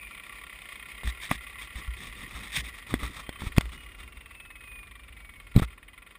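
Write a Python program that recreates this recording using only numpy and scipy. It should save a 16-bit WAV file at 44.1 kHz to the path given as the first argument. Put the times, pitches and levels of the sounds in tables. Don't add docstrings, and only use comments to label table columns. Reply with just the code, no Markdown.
import sys
import numpy as np
from scipy import signal
from scipy.fft import rfft, irfft
from scipy.io import wavfile
from scipy.ndimage import uniform_filter1d, map_coordinates

SR = 44100
rng = np.random.default_rng(int(sys.argv[2]) if len(sys.argv) > 2 else 0)


def undo_db(level):
    steps = np.asarray(level, float) / 20
    return 10 ** steps


def materialize(psi):
    bounded = np.clip(np.atleast_2d(psi).T, -1, 1)
    quanta = np.round(bounded * 32767).astype(np.int16)
    wavfile.write(sys.argv[1], SR, quanta)


N = 272538
HOLD_HZ = 12000

# hz, gain_db
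YARD_COLOUR = [(70, -21.5), (110, -3.5), (200, -1), (400, -6), (800, -15), (1500, -9), (5900, -43)]
# time_s, level_db
YARD_LEVEL = [(0, -62), (3, -59.5), (6.18, -64.5)]

# time_s, level_db
TREMBLE_LEVEL = [(0.0, -60.5), (1.7, -56), (1.89, -48.5), (2.29, -55), (3.34, -54.5), (3.6, -38.5),
                 (3.77, -51.5), (4.44, -56.5), (5.56, -53), (5.82, -60), (6.18, -64)]
# hz, gain_db
MOUNT_COLOUR = [(15, -26), (30, -11), (48, 3), (60, 1.5), (75, -9), (100, -12), (200, -41.5)]
# start_s, first_swing, t60_s
SWINGS = [(1.045, -0.052, 0.26), (1.072, 0.11, 0.11), (1.342, -0.012, 0.47), (1.756, 0.032, 0.18),
          (1.879, -0.057, 0.27), (2.348, 0.023, .18), (2.587, 0.025, 0.36), (2.949, .04, 0.21),
          (3.03, 0.059, 0.23), (4.04, -0.014, 0.25), (4.169, 0.016, 0.18), (5.631, 0.064, .19)]
# start_s, first_swing, ring_hz
KNOCKS = [
    (1.3126, 0.16, 279),
    (1.323, 0.021, 224),
    (2.574, -.04, 141),
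    (2.924, 0.07, 126),
    (2.9396, -0.16, 247),
    (3.293, 0.0089, 250),
    (3.418, 0.023, 72),
    (5.595, 0.12, 175),
]
# start_s, first_swing, swing_hz
PUSHES = [
    (3.468, 0.23, 70),
    (3.5746, -0.42, 49),
    (3.5804, 1.33, 134),
    (3.585, -0.098, 30),
    (5.552, .25, 58.7),
    (5.5601, 0.5, 87.5),
    (5.563, -2.3, 108),
    (5.5746, -0.47, 190),
    (5.5765, 1.15, 121),
    (5.62, 0.43, 92),
]
# start_s, peak_db, ring_hz, t60_s, snap
TAPS = [(1.034, -20, 980, 0.0049, -.04), (1.075, -23.5, 1920, 0.01, 0.014),
        (1.313, -9.5, 1160, 0.017, -0.13), (1.322, -25, 1150, 0.018, 0.022),
        (2.9402, -16.5, 1984, 0.016, -0.26), (3.032, -23.5, 1190, 0.018, 0.065),
        (3.292, -23.5, 1970, 0.014, -0.1), (2.869, -39, 2030, 0.011, .005), (3.353, -39, 2300, .008, .005),
        (3.42, -28, 900, 0.0088, 0.044), (5.5542, -36, 1100, .006, 0.059),
        (3.5648, -27.5, 2040, 0.019, .001), (3.5821, -11, 1110, .011, 0.63),
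        (3.582, -7.5, 2550, 0.0092, 0.16), (3.609, -19, 2080, 0.014, 0.0055),
        (3.656, -29, 2100, 0.0056, .01), (5.5627, -19.5, 2270, 0.013, 0.096),
        (5.597, -27.5, 1200, 0.016, 0.22), (5.6212, -44, 1000, .0075, 0.11),
        (5.625, -26, 1154, 0.046, -0.018)]

# start_s, hardest_s, end_s, hiss_db, squeak_db
RUBS = [(1.033, 1.083, 1.11, -53, -49), (1.21, 1.246, 1.285, -49.5, -50), (1.293, 1.311, 1.367, -47, -42),
        (1.475, 1.481, 1.515, -64, -64), (1.595, 1.625, 1.668, -57.5, -51),
        (1.745, 1.791, 1.812, -57.5, -51), (1.965, 2.037, 2.11, -56, -49.5), (2.12, 2.24, 2.265, -62, -53),
        (2.28, 2.374, 2.42, -55.5, -44.5), (2.425, 2.432, 2.515, -55, -47), (2.52, 2.57, 2.618, -37.5, -42),
        (2.638, 2.69, 2.708, -56.5, -52), (2.738, 2.792, 2.803, -62, -57), (2.868, 2.92, 2.98, -54, -41.5),
        (2.988, 3.038, 3.1, -53, -39), (3.107, 3.205, 3.22, -54.5, -43), (3.395, 3.477, 3.495, -53.5, -43),
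        (3.564, 3.574, 3.582, -49, -43), (3.585, 3.59, 3.715, -82, -53), (3.718, 3.73, 3.768, -57.5, -46),
        (3.98, 4.002, 4.045, -64.5, -50.5), (5.553, 5.568, 5.605, -53.5, -38),
        (5.585, 5.591, 5.603, -43, -32), (5.614, 5.63, 5.655, -50.5, -32)]
# start_s, hardest_s, end_s, drag_db
SHIFTS = [(1.03, 1.06, 1.1, -43.5), (1.29, 1.31, 1.373, -40), (1.49, 1.52, 1.4, -53.5),
          (1.6, 1.625, 1.66, -58), (1.74, 1.8, 1.83, -48.5), (1.97, 2.04, 2.11, -46),
          (2.14, 2.24, 2.29, -46.5), (2.31, 2.42, 2.5, -47), (2.54, 2.61, 2.64, -45.5),
          (2.65, 2.685, 2.71, -50), (2.89, 2.94, 2.985, -39), (2.99, 3.03, 3.13, -38.5),
          (3.14, 3.18, 3.23, -53.5), (3.39, 3.43, 3.51, -42.5), (3.54, 3.59, 3.68, -51),
          (3.71, 3.76, 3.79, -49), (3.98, 4.01, 4.05, -57), (5.55, 5.57, 5.61, -25),
          (5.613, 5.625, 5.66, -44)]
# hz, gain_db
HISS_COLOUR = [(900, -26), (1500, -11.5), (1850, 0), (2400, 0), (2900, -9), (3400, -1.5), (3700, -0.5),
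               (4200, -15.5), (5100, -11), (5950, -6.5)]
# hz, gain_db
SQUEAK_COLOUR = [(300, -19.5), (600, -16), (950, -9.5), (1150, -0.5), (1400, -2.5), (1700, -42.5),
                 (2500, -26.5)]
# hz, gain_db
DRAG_COLOUR = [(60, -5), (130, 2.5), (250, -0.5), (500, -13.5), (900, -40.5)]

# first_s, last_s, blow_count, peak_db
RATTLE_RUNS = [(0.0284, 0.147, 4, -35.5), (0.174, 0.196, 2, -33), (0.234, 0.4125, 7, -34.5),
               (0.435, 0.6165, 7, -35), (0.654, 0.755, 4, -33.5), (0.7945, 1.068, 10, -34),
               (1.0953, 1.2503, 7, -36), (1.289, 1.702, 15, -35), (1.7233, 1.9651, 9, -35.5),
               (2.0151, 2.2603, 10, -37), (2.2754, 2.565, 10, -37), (2.641, 2.687, 3, -35.5),
               (2.7394, 3.074, 9, -36), (3.233, 3.4177, 7, -36), (3.474, 3.6526, 5, -33.5),
               (3.6905, 3.944, 10, -38.5), (3.985, 4.003, 2, -38), (4.0283, 4.1685, 4, -37),
               (4.2062, 4.3064, 3, -36.5), (4.3463, 4.6058, 6, -36), (4.6344, 4.7538, 4, -39),
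               (4.787, 5.034, 7, -38), (5.0803, 5.166, 3, -38), (5.202, 5.2905, 3, -39),
               (5.335, 5.356, 2, -41), (5.399, 5.467, 2, -37), (5.514, 5.6196, 5, -39.5),
               (5.6755, 5.7255, 3, -39.9), (5.7753, 5.9312, 4, -40.0), (5.976, 6.15, 5, -38.5)]
# centre_hz, width_hz, level_db
BODY_MODES = [(1030, 55, -7), (1143, 91, -2.5), (1380, 70, -4), (1874, 227, -4.5), (2026, 96, 0),
              (2209, 200, -2.5), (2482, 120, -2), (2817, 220, -9.5), (3194, 190, -8.5), (3570, 174, -10),
              (4800, 240, -32.5)]
# hz, gain_db
BODY_BED = [(200, -36), (500, -23), (900, -21), (1300, -22), (1570, -34), (1800, -17), (2500, -11),
            (3900, -19), (4500, -31), (5950, -48)]
# time_s, level_db
WHIRR_LEVEL = [(0.0, -55), (2.5, -56), (2.75, -61), (3.15, -59.5), (4.51, -65), (5.66, -66), (5.85, -68.5),
               (6.18, -63)]
# hz, gain_db
WHIRR_TILT = [(600, 4.5), (1500, -7.5), (2500, 0), (3800, -2.5), (4800, 12.5), (5900, 24)]
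# centre_hz, width_hz, level_db
HOUSING_MODES = [(2200, 160, -60), (2515, 200, -50), (2900, 130, -64), (3150, 130, -61), (4680, 300, -78)]
# whine_hz, level_db
SECOND_PARTIAL = [(2450, -95), (2700, -84), (2850, -77), (2950, -68), (3000, -72)]
# time_s, pitch_hz, level_db
WHISTLE = [(0, 2425, -46.5), (.3, 2354, -55.5), (.6, 2232, -59.5), (1, 2028, -52.5), (2.5, 1967, -52),
           (3.2, 1930, -55), (4, 1912, -82)]

# hz, gain_db
TOP_EDGE = [(15250, 0.37), (15450, -22), (16400, -34), (17000, -63)]


def unit(x):
    return x / np.sqrt(np.mean(x ** 2) + 1e-20)


def along(points, hz):
    f, db = np.transpose(points)
    return undo_db(np.interp(np.log(hz + 1), np.log(f + 1), db))


def curves(rows):
    time_s, *columns = np.transpose(rows)
    return [np.interp(np.arange(N) / SR, time_s, c) for c in columns]


def wobble(rate_hz):
    knots = rng.standard_normal(int(N * rate_hz / SR) + 4)
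    return map_coordinates(knots, [np.arange(N) * rate_hz / SR])


def coloured(x, gain):
    m = 2 ** 14
    cepstrum = irfft(np.log(gain(np.fft.rfftfreq(m, 1 / SR)) + 1e-6))
    cepstrum[1:m // 2] *= 2
    cepstrum[m // 2 + 1:] = 0
    return signal.fftconvolve(x, irfft(np.exp(rfft(cepstrum))))[:N]


def noise(gain):
    return unit(coloured(rng.standard_normal(N), gain))


def resonances(modes, hz):
    return np.sqrt(sum((undo_db(db) / (1 + (2 * (hz - c) / w) ** 2)) ** 2 for c, w, db in modes))


def yard():
    return undo_db(curves(YARD_LEVEL)[0] + wobble(6)) * noise(lambda hz: along(YARD_COLOUR, hz))


def tremble():
    return undo_db(curves(TREMBLE_LEVEL)[0] + 2.5) * noise(lambda hz: along(MOUNT_COLOUR, hz))


def thumps():
    mount_hz, shell_cycles, push_cycles = 57.9, 7.3, 1.78
    events = [(s, swing, mount_hz, t60_s) for s, swing, t60_s in SWINGS]
    events += [(s, swing, hz, shell_cycles / hz) for s, swing, hz in KNOCKS]
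    events += [(s, swing, hz, push_cycles / hz) for s, swing, hz in PUSHES]
    out, t = np.zeros(N + SR), np.arange(SR // 2) / SR
    for s, swing, hz, t60_s in events:
        envelope = (1 - np.exp(-6 * hz * t)) * undo_db(-60 * t / t60_s)
        out[round(s * SR):][:len(t)] += swing * envelope * np.sin(2 * np.pi * hz * t)
    return out[:N]


def taps():
    overtone, crack_cycles = 1.72, 0.25
    attack_s, snap_s = 0.00038, 0.00068
    out, t = np.zeros(N + SR), np.arange(SR // 2) / SR
    for s, db, hz, t60_s, snap in TAPS:
        ring = 1.04 * np.sin(2 * np.pi * hz * t) + 0.69 * np.sin(2 * np.pi * overtone * hz * t)
        span = crack_cycles * SR / hz
        crack = uniform_filter1d(rng.standard_normal(len(t)), size=round(span))
        crack *= 1.7 * np.sqrt(span / 5)
        tap = undo_db(db - 3.5 - 60 * t / t60_s) * (ring + crack) + 1.84 * snap * np.exp(-t / snap_s)
        out[round(s * SR):][:len(t)] += (1 - np.exp(-t / attack_s)) * tap
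    return out[:N]


def case():
    return tremble() + thumps() + taps()


def strokes(rows):
    silent_db, light_db, edge_s = -95., -72.5, .003
    lands, lifts = 0.53, 0.47
    out = np.full((len(rows[0]) - 3, N), silent_db)
    for start, hardest, end, *levels in rows:
        at = np.arange(round((start - edge_s) * SR), round((end + edge_s) * SR))
        times = [start - edge_s, start, hardest, end, end + edge_s]
        for line, db in zip(out, levels):
            land_db = light_db + lands * (db - light_db)
            lift_db = light_db + lifts * (db - light_db)
            shape = np.interp(at / SR, times, [silent_db, land_db, db, lift_db, silent_db])
            line[at] = np.maximum(line[at], shape)
    return out


def hand():
    hiss_db, squeak_db = strokes(RUBS)
    drag_db, = strokes(SHIFTS)
    grains = undo_db(2.5 * wobble(300) + 2 * wobble(60)) * rng.standard_normal(N)
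    hiss = unit(coloured(grains, lambda hz: along(HISS_COLOUR, hz) * (hz < HOLD_HZ / 2)))
    squeak = unit(coloured(grains, lambda hz: along(SQUEAK_COLOUR, hz)))
    slow_grains = undo_db(3 * wobble(60)) * rng.standard_normal(N)
    drag = unit(coloured(slow_grains, lambda hz: along(DRAG_COLOUR, hz)))
    return undo_db(hiss_db + 12.5) * hiss + undo_db(squeak_db - 1.5) * squeak + undo_db(drag_db) * drag


def body(hz):
    return np.sqrt(resonances(BODY_MODES, hz) ** 2 + along(BODY_BED, hz) ** 2) * (hz < HOLD_HZ / 2)


def whirr():
    level_db = curves(WHIRR_LEVEL)[0] + 2.5 + 2.4 * wobble(30)
    return undo_db(level_db) * noise(lambda hz: body(hz) * along(WHIRR_TILT, hz))


def whistle():
    pitch_hz, level_db = curves(WHISTLE)
    tone = np.sin(2 * np.pi * np.cumsum(pitch_hz) / SR)
    return np.sqrt(2) * undo_db(level_db) * unit(wobble(280)) * tone


def whine():
    tooth_hz, sag_hz_per_s, ease_hz_per_s2, settle_hz_per_s3 = 4930, 580, 8, 1.067
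    hz = np.polyval([settle_hz_per_s3, ease_hz_per_s2, -sag_hz_per_s, tooth_hz], np.arange(N) / SR)
    phase = 2 * np.pi * np.cumsum(hz + 1.5 * wobble(25)) / SR
    first = resonances(HOUSING_MODES, hz) * undo_db(2.4 * wobble(10)) * np.sin(phase)
    second = along(SECOND_PARTIAL, hz) * np.sin(2 * phase) * (hz < HOLD_HZ / 4)
    return np.sqrt(2) * (first + second)


def rattle():
    chatter_s, growth_per_s, scatter_db = 0.0077, 0.11, .9
    events = []
    for first, last, blows, db in RATTLE_RUNS:
        events += [(s, db) for s in np.linspace(first, last, round(blows))]
    t = np.arange(SR // 20) / SR
    start_s = np.array(events)[:, :1]
    lasts_s = chatter_s * (1 + growth_per_s * start_s) * undo_db(rng.standard_normal((len(events), 1)))
    shape = (1 - np.exp(-t / .0008)) * (np.exp(-(t / lasts_s) ** 2) + .3 * undo_db(-60 * t / .09))
    bursts = shape * rng.standard_normal((len(events), len(t)))
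    bursts *= np.linalg.norm(shape[0]) / np.linalg.norm(bursts, axis=1, keepdims=True)
    out = np.zeros(N + SR)
    for (s, db), burst in zip(events, bursts):
        out[round(s * SR):][:len(t)] += undo_db(db + scatter_db * rng.standard_normal()) * burst
    body_rms = np.sqrt(np.mean(body(np.linspace(1, SR / 2, 8000)) ** 2))
    return undo_db(-7.5) * coloured(out[:N] * undo_db(1.2 * wobble(300)), body) / body_rms


def grinder():
    return whirr() + whistle() + whine() + rattle()


def scene():
    return (yard() + case() + hand() + grinder())[None]


def low_pass(x):
    return signal.sosfilt(signal.butter(12, 16470, fs=SR, output="sos"), x)


def record(dry):
    hiss_db = -104
    m = 147 * 2048
    period = m * HOLD_HZ // SR
    k = np.arange(m // 2 + 1)
    dry = dry / (1 + np.abs(dry / .97) ** 8) ** (1 / 8)
    base = rfft(dry, m)[:, :period // 2 + 1]
    base = base / (1 + (k[:period // 2 + 1] / period / 0.47) ** 24)
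    cycle = np.concatenate([base, np.conj(base[:, -2:0:-1])], axis=1)
    hold = np.sinc(k / period) * np.exp(-1j * np.pi * k / period)
    held = irfft(cycle[:, k % period] * hold * along(TOP_EDGE, k * SR / m), m)[:, :N]
    mix = held + undo_db(hiss_db) * rng.standard_normal(held.shape)
    return low_pass(mix)


dry = scene()
out = record(dry)
materialize(out)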